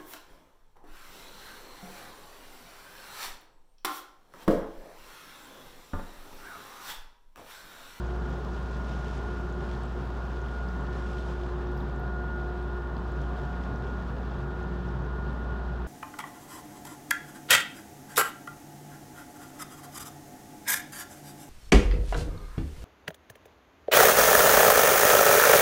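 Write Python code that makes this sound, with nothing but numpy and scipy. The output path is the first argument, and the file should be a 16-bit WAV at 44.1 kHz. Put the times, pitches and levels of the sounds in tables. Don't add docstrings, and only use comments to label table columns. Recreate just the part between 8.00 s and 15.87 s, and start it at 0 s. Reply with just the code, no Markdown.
import sys
import numpy as np
from scipy import signal
from scipy.fft import rfft, irfft, next_fast_len
from scipy.io import wavfile

SR = 44100
rng = np.random.default_rng(int(sys.argv[2]) if len(sys.argv) > 2 else 0)


def rack_gain(trim_db):
    fader = np.asarray(trim_db, float)
    return 10 ** (fader / 20)


def transcribe(signal):
    frames = np.atleast_2d(signal).T
    limited = np.clip(frames, -1, 1)
    pcm = np.round(limited * 32767).astype(np.int16)
    wavfile.write(sys.argv[1], SR, pcm)


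N = 347050
TIME = np.arange(N) / SR


def rms_one(x):
    return x / np.sqrt(np.mean(x ** 2) + 1e-20)


def in_time(rows):
    s, *columns = np.transpose(rows)
    return [np.interp(TIME, s, c) for c in columns]


def swells(rows, floor_db):
    power = rack_gain(floor_db) ** 2
    for s, db, length in rows:
        power = power + rack_gain(db) ** 2 * np.exp(-4 * ((TIME - s) / length) ** 2)
    return 10 * np.log10(power)


def drift(rate):
    r = np.exp(-80 * np.pi * rate / SR)
    slow = signal.lfilter([1], [1, -2 * r, r * r], rng.standard_normal(N // 40 + 2002))[2000:]
    return np.interp(np.arange(N) / 40, np.arange(len(slow)), rms_one(slow - slow.mean()))


def tone(cycles, db):
    return np.sqrt(2) * rack_gain(db) * np.sin(2 * np.pi * (cycles + rng.random()))


def noise_bands(spectrum, source, patchy_db, rate):
    size = next_fast_len(N)
    hz = np.maximum(np.fft.rfftfreq(size, 1 / SR), 1)
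    at, db = np.transpose(spectrum)
    colour = rack_gain(np.interp(np.log(hz), np.log(at), db, left=-90, right=-90))
    shaped = rfft(source, size) * colour
    half_octave = 2 * np.log2(hz)
    steps = np.arange(np.floor(2 * np.log2(at[0])), np.ceil(2 * np.log2(at[-1])) + 1)
    together = drift(rate / 4)
    slices = []
    for k in steps:
        band = irfft(shaped * np.clip(1 - abs(half_octave - k), 0, 1), size)[:N]
        slices.append(band * rack_gain(patchy_db * (0.87 * together + drift(rate))))
    slices = np.array(slices)
    return 2 ** (steps / 2), slices / np.std(slices.sum(axis=0))


def ring(clicks, hz, turns):
    r, w = rack_gain(-60 * hz / (turns * SR)), 2 * np.pi * min(hz, SR / 2.5) / SR
    return signal.lfilter([0, np.sin(w)], [1, -2 * r * np.cos(w), r * r], clicks)


def grains(per_s, spread_db):
    chance = per_s * rack_gain(4.0 * drift(9)) / SR
    born = (rng.random(N) < chance) * rng.choice([-1, 1], N)
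    return rms_one(born * rack_gain(spread_db * np.minimum(rng.exponential(1, N), 5)))


def microphone_hiss():
    # (frequency [Hz], density [dB per Hz])
    self_noise = [(5000, -6), (8000, -1.5), (10000, -5), (12500, -3), (14500, -1), (15500, 3), (17000, 1.5)]
    slices = noise_bands(self_noise, rng.standard_normal(N), patchy_db=1.0, rate=14.0)[1]
    return rack_gain(-80.5) * slices.sum(axis=0)


def wash():
    # (time [s], level [dB])
    waves = [(0.0, -69), (1.1, -67), (1.75, -69.5), (2.25, -70.5), (2.55, -70), (2.9, -70), (3.4, -70.5),
             (3.55, -72.5), (4.65, -74.5), (5.4, -71.5), (6.15, -73), (7.87, -75)]
    # (time [s], fizz peak [dB], length [s])
    slaps = [
        (2.97, -66.5, 0.065),
        (3.1, -67.5, 0.072),
        (3.18, -67, .07),
        (3.29, -66.5, 0.08),
        (3.44, -76, .06),
    ]
    # (time [s], peak [dB], length [s])
    breaks = [
        (0.27, -86, 0.33),
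        (3.15, -86, .08),
        (3.79, -79, .08),
    ]
    # (frequency [Hz], density [dB per Hz])
    fizz = [(1700, -25), (2000, -2.5), (2400, -1.5), (3500, -2), (4300, -7), (5300, -10), (7500, -18.5),
            (9000, -24.5), (11000, -30), (14000, -44)]

    lively_db, = in_time(waves)
    fizz_db = swells(slaps, lively_db)
    slosh_db = -59.5 + 0.42 * (fizz_db - fizz_db.mean())
    foam_db = swells(breaks, -86.5 + 0.4 * (lively_db - lively_db.mean()))

    bursts = grains(per_s=700 * rack_gain(fizz_db + 70), spread_db=3.5)
    source = rng.standard_normal(N) + 0.5 * bursts
    centres, slices = noise_bands(fizz, source, patchy_db=0.67, rate=14.4)
    dull = centres < 5000
    hiss = rack_gain(slosh_db) * rms_one(slices[dull].sum(axis=0))
    hiss += rack_gain(fizz_db + 1.5) * rms_one(slices[~dull].sum(axis=0))

    foam = np.zeros(N)
    for hz in (11500, 12800, 14000, 15300):
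        crackle = grains(per_s=150, spread_db=3.0) + 0.76 * rng.standard_normal(N)
        foam += ring(crackle, hz, 18.0)
    return hiss + rack_gain(foam_db) * rms_one(foam)


def chance_pops(count=80):
    when, size, luck = rng.random((count, 3)).T
    s = 0.011 + when ** 1.8 * (N / SR - 0.03)
    hz = 14800 * 0.4 ** (size ** 2.3)
    db = -67 + 8 * np.log2(14000 / hz) - 6.0 * (luck - 0.5)
    return list(zip(s, db, hz))


def foam_raft(count=14):
    return [(3.745 + 0.07 * a ** 0.7, -63 - 4.0 * (b - 0.5), 11500 + 3300 * c)
            for a, b, c in rng.random((count, 3))]


def pops():
    # (time [s], peak [dB], centre [Hz])
    clear_pops = [(0.0687, -52, 6500), (0.2973, -60, 11600), (0.4477, -58, 13000), (0.9185, -46, 5060),
                  (1.1807, -50, 7140), (1.5259, -49, 6800), (1.5804, -62, 11700), (1.751, -45, 4000),
                  (1.8355, -51, 8300), (2.0317, -61, 10700), (2.1697, -63, 12900), (2.4171, -51, 6500),
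                  (2.6869, -47, 5000), (3.1875, -59, 10600), (3.6726, -52, 5800), (3.6839, -63, 12800),
                  (3.7783, -47, 5000), (3.962, -55, 7200), (3.9999, -53, 13400), (4.2668, -63, 13200),
                  (4.5807, -65, 13200), (4.9677, -44, 4400), (5.1206, -53, 7200), (5.2175, -53, 6500),
                  (5.76, -49, 5700), (5.8456, -50, 5100), (6.5886, -61, 12000), (6.631, -52, 6500),
                  (6.8894, -51, 5500), (7.4047, -65, 11900)]
    # (time [s], peak [dB])
    foam_ticks = [(0.0575, -67.5), (0.1615, -64), (0.3016, -66), (1.2154, -67), (1.4934, -65),
                  (2.0939, -65), (2.2665, -65), (2.2846, -65), (2.4755, -66), (2.5812, -65), (2.7506, -65),
                  (7.1527, -66), (7.5613, -64), (7.6636, -66)]
    rows = clear_pops + [(s, db, 13600) for s, db in foam_ticks] + chance_pops() + foam_raft()

    out, lag = np.zeros(N), np.arange(-150, 350) / SR
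    for (s, db, hz), phase in zip(rows, rng.random((len(rows), 1))):
        band_hz = 1500 + 0.17 * hz
        span = 0.75 / band_hz * np.where(lag < 0, 0.6, 1.6)
        burst = np.exp(-(lag / span) ** 2 / 2) * np.cos(2 * np.pi * (hz * lag + phase))
        at = round(s * SR) - 150
        out[at:at + len(lag)] += rack_gain(db) * burst
    return out


def plops():
    # (time [s], peak [dB], frequency [Hz])
    large_bubbles = [(0.1027, -42, 3270), (0.4868, -46, 3590), (0.9118, -43, 3650), (2.461, -44, 3200),
                     (2.4907, -45, 3190), (2.9901, -46, 3110), (3.1862, -43, 3280), (3.2879, -46, 3110),
                     (3.4146, -49, 3090), (3.8062, -43, 3700), (3.8874, -53, 3200), (4.9666, -45, 3320),
                     (5.238, -43, 3200), (5.8691, -44, 3330), (6.344, -51, 3350)]
    out, click = np.zeros(N), np.eye(1, 700)[0]
    for s, db, hz in large_bubbles:
        at = round(s * SR)
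        body = ring(ring(click, hz, 24.0), hz, 9.0)
        snap = 0.3 * ring(click, 2.3 * hz, 3.0)
        out[at:at + 700] += rack_gain(db - 3.5) * (body / abs(body).max() + snap)
    return out


def roar():
    # (frequency [Hz], density [dB per Hz])
    flow_noise = [(25, -34), (45, -15), (65, -3.5), (100, -5), (135, -1.5), (185, -2), (250, -5),
                  (320, -12.5), (420, -8.5), (500, -14.5), (1000, -15.5), (1500, -20), (1800, -26),
                  (2100, -37)]
    deep_db = -40 + 0.15 * drift(0.38)
    upper_db = -43.5 + 0.075 * drift(0.33)
    centres, slices = noise_bands(flow_noise, rng.standard_normal(N), patchy_db=0.58, rate=9.9)
    deep = centres < 380
    out = rack_gain(deep_db) * rms_one(slices[deep].sum(axis=0))
    return out + rack_gain(upper_db) * rms_one(slices[~deep].sum(axis=0))


def funnel():
    # (frequency [Hz], wander [Hz])
    funnel_modes = [
        (180.3, 3.55),
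        (134.5, 6.51),
    ]
    # (time [s], peak [dB])
    upper_surges = [(0.22, -45), (0.5, -47), (0.85, -47.5), (1.5, -43), (2.8, -44.5), (3.38, -49),
                    (3.95, -52), (4.5, -50), (5.6, -45), (6.1, -48), (6.78, -41), (7.7, -50)]
    # (time [s], peak [dB])
    lower_surges = [(0.1, -49), (0.42, -47), (0.72, -45), (1.12, -49), (1.9, -46), (2.78, -46), (3.25, -50),
                    (3.95, -45), (4.42, -49), (4.9, -49), (5.27, -44.5), (5.75, -43.5), (6.3, -43.5),
                    (7.0, -40.5), (7.87, -50)]
    surge_s, idle_db = 0.31, -57.5
    out = np.zeros(N)
    for (hz, wander), surges in zip(funnel_modes, (upper_surges, lower_surges)):
        cycles = np.cumsum(hz + wander * drift(2.497)) / SR
        boom_db = swells([(s, db, surge_s) for s, db in surges], idle_db)
        out += tone(cycles, boom_db + 1.03 * drift(6.1))
    return out


def engines():
    # (time [s], level [dB])
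    firing = [(0.0, -32.5), (0.15, -31), (0.42, -34.5), (0.9, -32.5), (1.12, -33.5), (2.26, -33.5),
              (2.45, -32.5), (5.06, -33), (5.24, -31.5), (5.46, -33.5), (6.4, -34), (7.19, -32.5),
              (7.87, -32.5)]
    # (multiple of the cycle [1], level [dB rms])
    engine_orders = [(6, -53), (7, -62), (12, -59), (14, -57), (16, -61), (18, -57), (40, -65)]
    # (frequency [Hz], level [dB rms])
    auxiliaries = [(35.5, -64), (38.5, -62), (139.0, -49), (1668.5, -74)]
    cycle_hz = 59.75 / 8
    cycle = cycle_hz * TIME + 0.0066 * drift(0.34)
    out = tone(8 * cycle, in_time(firing)[0])
    for order, db in engine_orders:
        out += tone(order * cycle, db + 2.0 * drift(0.87))
    for hz, db in auxiliaries:
        out += tone(hz * TIME, db + 0.67 * drift(0.88))
    return out


def gear():
    # (time [s], 4th mesh partial [Hz])
    mesh_speed = [(0.0, 1431.1), (0.68, 1430.0), (2.1, 1432.2), (3.5, 1432.6), (4.95, 1432.4),
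                  (6.4, 1431.5), (7.87, 1432.1)]
    # (time [s], peak [dB
    # rms], length [s])
    first_clear = [(0.22, -44, 0.62), (1.65, -45.5, 0.73), (2.2, -50.5, 0.55), (3.0, -46, .35),
                   (3.62, -41, 0.74), (4.55, -43.5, 0.94), (5.1, -46, 0.71), (5.85, -51, .3),
                   (6.75, -45.5, .7), (7.8, -49.5, .4)]
    second_clear = [(0.22, -55, 0.46), (1.3, -56, 0.31), (1.8, -57, 0.38), (2.6, -55, .5),
                    (4.12, -48.5, 0.3), (4.45, -50, 0.39), (5.25, -52.5, .3), (5.6, -49, 0.38),
                    (6.35, -57, 0.47), (7.7, -57, .3)]
    fourth_clear = [(0.32, -55, 0.13), (0.9, -50.5, 0.61), (1.3, -48.5, 0.35), (1.63, -49, 0.13),
                    (2.6, -47, .6), (3.15, -48.5, .3), (3.7, -50, 0.13), (4.28, -43.5, 0.42),
                    (4.72, -48, 0.39), (5.5, -49.5, 0.65), (6.0, -51, 0.36), (6.62, -49.5, 0.28),
                    (7.4, -48, 0.83)]
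    fifth_clear = [(1.1, -67, .4), (1.8, -64, .3), (2.9, -61.5, .4), (3.65, -63, .3), (4.25, -60, .4),
                   (4.85, -62, 0.35), (5.4, -64, .3), (6.2, -64, .3), (6.7, -62, .5), (7.3, -62.5, 0.35)]
    # (multiple of the mesh [1], level [dB rms])
    mesh_weak = [(3, -63), (7, -81), (8, -83)]
    # (mesh partial [1], shaft turns away [1], level [dB rms])
    side_lines = [(1, -4, -68), (1, -3, -67), (1, -2, -66), (1, 1, -56), (1, 3, -62), (1, 4, -60),
                  (1, 5, -61), (1, 6, -65), (1, 8, -62), (1, 9, -62), (2, -4, -67), (2, 4, -66),
                  (2, 8, -69), (3, -4, -68), (4, -8, -67), (4, -4, -63), (4, -3, -67), (4, -1, -67),
                  (4, 1, -65), (4, 4, -66), (4, 8, -70), (5, 1, -76), (5, -4, -78), (5, -10, -78)]
    shaft_hz = 7.56

    mesh = np.cumsum(in_time(mesh_speed)[0]) / 4 / SR
    shakes = [drift(2.06) for _ in range(6)]
    partials = [(1, swells(first_clear, -56)), (2, swells(second_clear, -73.5)),
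                (4, swells(fourth_clear, -56)), (5, swells(fifth_clear, -76))] + mesh_weak
    out = np.zeros(N)
    for k, db in partials:
        twinkle_db = 1.2 * drift(9.0)
        cycles = k * (mesh + 0.012 * shakes[k % 6])
        out += tone(cycles, db + 0.8 * shakes[(k + 3) % 6] + twinkle_db)
    for n, (k, away, db) in enumerate(side_lines):
        cycles = k * (mesh + 0.02 * shakes[n % 6]) + away * shaft_hz * TIME
        out += tone(cycles, db + 2.5 * shakes[(n + 2) % 6])
    return out


def scene():
    water = wash() + pops() + plops()
    ship = roar() + funnel() + engines() + gear()
    return (water + ship)[None]


def roll_off(x):
    return signal.sosfilt(signal.butter(12, 16720, fs=SR, output="sos"), x)


def record(dry):
    top_cut = signal.ellip(8, 0.2, 40, 15690, fs=SR, output="sos")
    mix = signal.sosfiltfilt(top_cut, dry + microphone_hiss())
    return roll_off(mix)


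dry = scene()
out = record(dry)
transcribe(out)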